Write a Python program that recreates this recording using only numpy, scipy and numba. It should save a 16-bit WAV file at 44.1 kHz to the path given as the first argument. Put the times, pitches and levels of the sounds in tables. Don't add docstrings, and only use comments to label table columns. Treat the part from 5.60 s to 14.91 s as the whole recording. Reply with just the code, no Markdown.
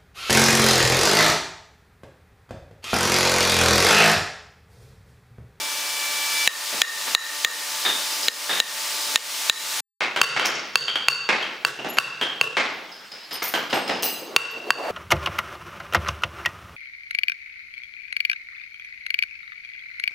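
import sys
import numpy as np
from scipy import signal
from scipy.fft import rfft, irfft, next_fast_len
from scipy.io import wavfile
from scipy.ndimage import uniform_filter1d, minimum_filter1d, map_coordinates
from numba import njit

SR = 44100
rng = np.random.default_rng(int(sys.argv[2]) if len(sys.argv) > 2 else 0)


def dump(signal):
    limited = np.clip(np.atleast_2d(signal).T, -1, 1)
    pcm = np.round(limited * 32767).astype(np.int16)
    wavfile.write(sys.argv[1], SR, pcm)


N = 410571

# start in seconds, peak of the direct blow in dB, pitch of the cut in Hz,
# echo gain in dB, chisel ring in the echo in dB, extra dB there for the ring's modes above UPPER_HZ.
BLOWS = [(0.875, 9, 2660, -7.5, 4, -10), (1.217, 10.5, 3420, -10, 8, -7.5),
         (1.549, 11.5, 3820, -18, 14.5, -5), (1.847, 7, 3606, -8.5, 5, -5.5), (2.683, 6, 4080, -12, 5, -12),
         (3.001, 6.5, 3900, -13.5, 9, -16), (3.558, 10.5, 3700, -5.5, -12.5, -9),
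         (3.897, 10, 3730, -12, 3.5, -2), (4.615, 16.5, 3003, 1.5, -4.5, 2),
         (5.156, 10, 4360, -4.5, -5.5, 10), (5.484, 8.5, 2586, -2, -1.5, 3), (6.049, 1.5, 1530, 0, -8, -8),
         (6.385, 9, 2815, -2, -1.5, -5.5), (6.812, 4, 2660, -3, 0, -14),
         (8.763, 12, 2480, -10.5, 1.5, -5.5), (9.105, 9, 1570, -12.5, 3, 0)]
# pitch in Hz, level in dB, t60 in seconds.
CHISEL_MODES = [
    [(1240, -3, 0.0077), (1827, -8, 0.045), (2810, -22.5, 0.05), (3920, -3, 0.025), (6900, -5, 0.017),
     (8600, -20.5, 0.0074)],
    [(1137, -13.5, 0.056), (1416, 8.5, 0.0063), (2715, 1, 0.031), (3900, -24.5, 0.02), (4550, -0.5, 0.019),
     (6680, -12, 0.016), (12820, -43, 0.0088)],
]
# pitch in Hz, level in dB, t60 in seconds.
BLOCK_MODES = [
    [(480, 3.5, 0.02), (250, -10.5, 0.047)],
    [(464, -1, 0.02), (137, -13, 0.11)],
]
# gain in dB at a 7 dB blow, dB lost per dB of a harder blow.
BLOCK_GAIN = [(-17.5, 1), (-8.5, 0.4)]
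# start in seconds, rms of the first 50 ms in dB, high ring in dB.
FAR_BLOWS = [
    [(2.46, -36, 40), (2.629, -30, 29.5), (3.319, -34.5, 30.5), (7.316, -43.5, 32), (7.515, -39, 24),
     (7.709, -31.5, 21.5), (8.097, -32, 18), (8.277, -31, 19)],
    [(1.468, -30, 7), (2.251, -20, 20), (2.894, -21.5, 18)],
    [(4.562, -23, 13), (6.613, -20, 18.5), (7.939, -21.5, 11)],
    [(4.408, -21.5, 9), (4.764, -13.5, 1), (4.849, -16.5, 4.5), (5.69, -12, 9), (6.371, -26, 11),
     (6.969, -16, 4.5), (7.821, -28, -5)],
    [(1.128, -33.5, -4), (6.19, -31, 15), (6.246, -26.5, 8.5), (7.18, -41, 8.7), (8.129, -19.5, 8),
     (8.294, -23, 7.5), (8.43, -25.5, 17)],
    [(4.797, -14.5, 14), (5.282, -19, 23.5), (5.357, -19.5, 19.5), (5.828, -28, 19)],
]
# thud in dB, low ring in Hz, low ring in dB, high ring in Hz,
# treble in dB, direct sound in dB.
CARVER_TOOLS = [(-1, 2900, 2.9, 5110, -17.5, -21.5), (-2, 1750, 4.7, 3680, -42, -11),
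                (1, 1600, 1.7, 3200, -24, -8), (-4, 2140, 1.2, 2660, -51, -9),
                (5.5, 880, 1.7, 2800, -35.5, -10.5), (-7.5, 1420, 5.4, 3200, -24.5, -2.5)]
# start in seconds, gain in dB, cap on the long modes' t60 in seconds,
# t60 of the rattle in seconds.
CLINKS = [(4.855, -24, .06, .2), (6.287, -37, .45, 0.041), (7.73, -34, 0.22, 0.082),
          (7.825, -28, 0.93, 0.42), (8.139, -33.5, 0.31, 0.055), (8.425, -19.5, 0.66, 0.24),
          (8.91, -43, 0.14, .05)]
# pitch in Hz, level in dB, t60 in seconds.
STEEL_MODES = [
    [(5500, 6, 0.006), (6070, 4, .006), (11050, -16, .05)],
    [(6990, 0, .3), (11580, -1, .4)],
    [(6070, -4, .1), (9050, -4, .2), (10360, -8, .1), (11770, 0, .05), (15200, -6, .3)],
    [(5900, -12, .2), (9060, -5, .4), (10360, -9, .4), (13020, -2, .45), (13310, 0, .5), (15200, -2, .45)],
    [(8480, -6, .3), (12200, -2, .2), (12700, 0, .1)],
    [(3994, -17, .6), (4398, -14, .6), (4936, -13, .5), (6142, -12, .6), (6498, -16, .6), (7919, -16, .6),
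     (8425, -12, .5), (10200, -7, .45), (11110, -17, .5), (11720, -16, .6), (12490, -9, .4),
     (13210, -5, .37), (14620, -1, .45), (14730, -9, .45), (15180, -2, .22)],
    [(12780, 0, .07)],
]
# pitch in Hz, level in dB, t60 in seconds.
TICK_MODES = [(6000, 5, 0.0013), (8600, -5.5, .003), (12600, -2.5, 0.0036)]
# time in seconds, hiss in dB, gain on the loaded whine in dB.
GRINDER_LEVELS = [(0, -28.5, -6.5), (.4, -27, -1.5), (.85, -24.5, 5.5), (.92, -25.5, -13),
                  (1.3, -26.5, -35), (2.4, -27.5, -26.5), (4.201, -25, -22)]
# pitch in Hz, rms in dB before the whine gain above.
LOADED_TONES = [(1739, -45), (2320, -34), (2902, -45), (3483, -41.5), (4064, -50.5), (4640, -47.5),
                (5227, -44.5)]
# pitch in Hz, rms in dB.
IDLE_TONES = [(293, -57.5), (587, -51), (885, -44), (1012, -51), (1174, -45.5), (4107, -66.5)]
# frequency in Hz, relative density in dB per Hz.
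HISS_COLOUR = [(60, -60), (150, -39.5), (300, -12), (600, -5), (1100, -2), (1900, 1), (5000, 3.5),
               (10600, -3), (11300, -9.5), (12000, -6.5), (15400, -5.5), (16000, -31.5)]
# loudest moment in seconds, level there in dB, centre in Hz, width of the rise in seconds.
SWELLS = [(8.63, -38, 390, 0.033), (9.05, -36.5, 430, 0.083), (9.26, -22, 600, 0.077)]
# frequency in Hz, relative density in dB per Hz.
RUMBLE_COLOUR = [(60, -28), (130, 3.5), (260, 1), (900, 2), (2500, 0), (5000, -4.5), (9000, -17.5),
                 (16000, -18.5)]
# frequency in Hz, t60 in seconds.
ROOM_DECAY = [(150, 0.96), (600, 0.72), (2000, 0.76), (5000, 0.81), (12000, 0.22)]
# frequency in Hz, side over middle in dB.
SIDES = [(60, -20), (150, -12.5), (380, -12.5), (950, -9.5), (2380, -8), (5980, -11.5), (9500, -19.5),
         (15000, -8)]
SILENCE = (4.205, 4.406)

UPPER_HZ = 3300
CUT_ECHO_DB, ECHO_LUMPS_DB, SPLIT_WIDTH_HZ = -6, 1, 2600
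SWELL_FALL_S = 0.29
RUMBLE_DB, SELF_NOISE_DB = -45, -77.5
TOP_HZ = 16200


def amp(db):
    return 10 ** (np.asarray(db) / 20)


def unit(x):
    return x / np.sqrt(np.mean(x ** 2) + 1e-20)


def along(points, hz):
    f, v = np.transpose(points)
    return np.interp(np.log(hz + 1), np.log(f + 1), v)


def wobble(rate, size):
    knots = rng.standard_normal(int(size * rate / SR) + 4)
    return map_coordinates(knots, [np.arange(size) * rate / SR])


def filtered(x, response):
    m = next_fast_len(x.shape[-1] + 8192)
    spectrum = rfft(x, m) * response(np.fft.rfftfreq(m, 1 / SR))
    return irfft(spectrum, m)[..., :x.shape[-1]]


def peak(f, hz, width_hz):
    return 1j * f * width_hz / (hz * hz - f * f + 1j * f * width_hz)


def ring(modes, t, scatter_db):
    total = 0
    for hz, db, t60 in modes:
        level_db = db + rng.normal(0, scatter_db) - 60 * t / t60
        total = total + amp(level_db) * np.sin(2 * np.pi * hz * t)
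    return total


def stereo(pair):
    side = filtered(pair[1], lambda hz: amp(along(SIDES, hz)))
    return pair[0] + np.array([side, -side])


def add(out, s, x):
    stop = round(SILENCE[1] * SR) if s < SILENCE[0] else N
    part = out[:, round(s * SR):stop][:, :x.shape[1]]
    part += x[:, :part.shape[1]]


def room(x, gap, lumps_db, early_db):
    size = len(x)
    hz, _, z = signal.stft(rng.standard_normal((2, size)), SR, nperseg=256)
    decay = amp(-60 * _ / along(ROOM_DECAY, hz)[:, None])
    tail = signal.istft(z * decay, SR, nperseg=256)[1][:, :size]
    young = np.exp(-np.arange(size) / (0.066 * SR))
    lumps = (young + 1.07) * lumps_db * wobble(300, size)
    tail = stereo(tail) * amp(young * early_db + lumps)
    delayed = np.pad(tail, ((0, 0), (round(gap * SR), 0)))
    delayed = delayed / np.linalg.norm(tail[0])
    return signal.fftconvolve(x[None], delayed, axes=1)[:, :size]


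def rush(colour, patchy_db):
    z = signal.stft(rng.standard_normal((2, N)), nperseg=512)[2]
    field = uniform_filter1d(rng.standard_normal(z.shape[1:]), size=6, axis=0)
    field = uniform_filter1d(field, size=12, axis=1)
    pair = signal.istft(z * amp(patchy_db * unit(field)), nperseg=512)[1][:, :N]
    return unit(stereo(filtered(pair, lambda hz: amp(along(colour, hz)))))


def mallet():
    out, t = np.zeros((2, N)), np.arange(round(.7 * SR)) / SR
    rise = (1 - np.exp(-t / 0.00067)) ** 2

    def split(f):
        return 1.6 * peak(f, 2800, SPLIT_WIDTH_HZ) + 0.032

    for s, db, cut_hz, echo_db, ring_db, upper_db in BLOWS:
        bench = int(s > SILENCE[0])
        block_db, loss = BLOCK_GAIN[bench]
        modes = CHISEL_MODES[bench]
        lower = ring([m for m in modes if m[0] <= UPPER_HZ], t, scatter_db=1.2)
        upper = ring([m for m in modes if m[0] > UPPER_HZ], t, scatter_db=1.2)
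        cut = ring([(cut_hz, 3, .012), (cut_hz * .72, -2, .01)], t, scatter_db=1.2)
        block = amp(block_db - loss * (db - 7)) * ring(BLOCK_MODES[bench], t, scatter_db=2)
        fibres = filtered(amp(-60 * t / 0.015) * rng.standard_normal(len(t)), split)
        snap = amp(16.5) * filtered(signal.unit_impulse(len(t), round(.001 * SR)), split)
        blow = (amp(1.5) * (lower + upper) + cut + block + fibres) * rise
        wall_ring = amp(ring_db) * (lower + amp(upper_db) * upper)
        to_walls = (wall_ring + amp(CUT_ECHO_DB) * cut + block + snap) * rise
        echo = room(to_walls, gap=0.012, lumps_db=ECHO_LUMPS_DB, early_db=7.0)
        add(out, s, amp(db) / np.abs(blow).max() * (blow + amp(echo_db) * echo))
    return out


def carvers():
    out = np.zeros((2, N))
    for tool, blows in zip(CARVER_TOOLS, FAR_BLOWS):
        thud_db, low_hz, low_db, high_hz, treble_db, direct_db = tool
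        for s, db, high_db in blows:
            def colour(f):
                rings = amp(low_db) * peak(f, low_hz, 150) - amp(high_db) * peak(f, high_hz, 160)
                wood = amp(thud_db) * peak(f, 267, 460) - peak(f, 2100, 5500) - rings
                return wood / (1 + 1j * f / 5200) ** 4 + amp(treble_db) * peak(f, 4700, 9200)

            knock = filtered(signal.unit_impulse(round(.8 * SR)), colour)
            echo = room(knock, gap=0.0012, lumps_db=1.0, early_db=0.53 * (direct_db + 18))
            heard = amp(direct_db) * knock + echo
            add(out, s, amp(db) * heard / np.std(heard[:, :SR // 20]))
    return out


def clinks():
    out, t = np.zeros((2, N)), np.arange(round(.8 * SR)) / SR
    for (s, db, longest, rattle), modes in zip(CLINKS, STEEL_MODES):
        sounding = np.zeros(len(t))
        for hz, level, t60 in modes:
            if t60 > .08:
                shimmer = amp(5 * wobble(80, len(t)))
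                sounding += shimmer * ring([(hz, level, min(t60, longest))], t, scatter_db=1.5)
        short_modes = [mode for mode in modes if mode[2] <= .08]
        tick = ring(short_modes + TICK_MODES, t, scatter_db=1)
        struck = rng.random(len(t)) < 700 / SR
        bounces = struck * amp(-60 * t / rattle) * rng.standard_normal(len(t))
        bounces[0] = 1
        ticks = signal.fftconvolve(tick, bounces)[:len(t)]
        swell = 1 - np.exp(-t / 0.013)
        steel = amp(db) * (sounding * swell + 1.5 * ticks)
        echo = room(steel, gap=.008, lumps_db=4, early_db=.8)
        add(out, s, steel * amp([[.8], [-.8]]) + amp(-5) * echo)
    return out


def grinder():
    t = np.arange(N) / SR
    s, hiss_points, loaded_points = np.transpose(GRINDER_LEVELS)
    hiss_db = np.interp(t, s, hiss_points)
    loaded_db = np.interp(t, s, loaded_points)
    hiss = amp(hiss_db + .4 * wobble(9, N)) * rush(HISS_COLOUR, patchy_db=.6)
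    motor = amp(loaded_db) * whine(LOADED_TONES, t) + whine(IDLE_TONES, t)
    return (hiss + motor) * (t < SILENCE[1]) * amp([[.4], [-.4]])


def whine(tones, t):
    drift = np.cumsum(wobble(6.44, N)) / SR
    total = np.zeros(N)
    for hz, db in tones:
        level = np.sqrt(2) * amp(db + 1.3 * wobble(14, N))
        total += level * np.sin(2 * np.pi * hz * (t + .0008 * drift))
    return total


def swells():
    out, t = np.zeros((2, N)), np.arange(N) / SR
    for s, db, hz, rise in SWELLS:
        width = np.where(t < s, rise, SWELL_FALL_S)
        shape = np.exp(-.5 * ((t - s) / width) ** 2) * amp(2.2 * wobble(40, N))
        noise = filtered(rng.standard_normal((2, N)),
                         lambda f: peak(f, hz, 1.27 * hz) ** 2 + 0.075 * peak(f, 1700, 1640))
        out += amp(db) * shape * unit(stereo(noise))
    return out


def rumble():
    return amp(RUMBLE_DB + 0.22 * wobble(6.3, N)) * rush(RUMBLE_COLOUR, patchy_db=3)


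def scene():
    t = np.arange(N) / SR
    sound = (t < SILENCE[0]) | (t > SILENCE[1])
    gate = uniform_filter1d(sound * 1., size=90)
    return (mallet() + carvers() + clinks() + grinder() + swells() + rumble()) * gate


@njit
def follow(need, attack, release):
    out, now = np.empty_like(need), 0.
    for i in range(len(need)):
        now += (need[i] - now) * (attack if need[i] < now else release)
        out[i] = now
    return out


def record(dry):
    over_db = np.minimum(0, -6 - 20 * np.log10(np.abs(dry).max(0) + 1e-9))
    hold = round(0.014 * SR)
    need_db = minimum_filter1d(over_db, size=hold, origin=(hold - 1) // 2)
    attack, release = 1 / (0.00086 * SR), 1 / (.11 * SR)
    x = dry * amp(follow(need_db, attack, release))
    x = x / (1 + np.abs(x / 0.95) ** 6) ** (1 / 6)
    x = filtered(x, lambda hz: (1j * hz / (95 + 1j * hz)) ** 6)
    self_noise = unit(filtered(rng.standard_normal(x.shape), lambda hz: hz < 90))
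    x = x + amp(SELF_NOISE_DB) * self_noise * (np.abs(dry) > 0)
    return filtered(np.clip(x, -.97, .97), lambda hz: hz < TOP_HZ)


dry = scene()
out = record(dry)
dump(out)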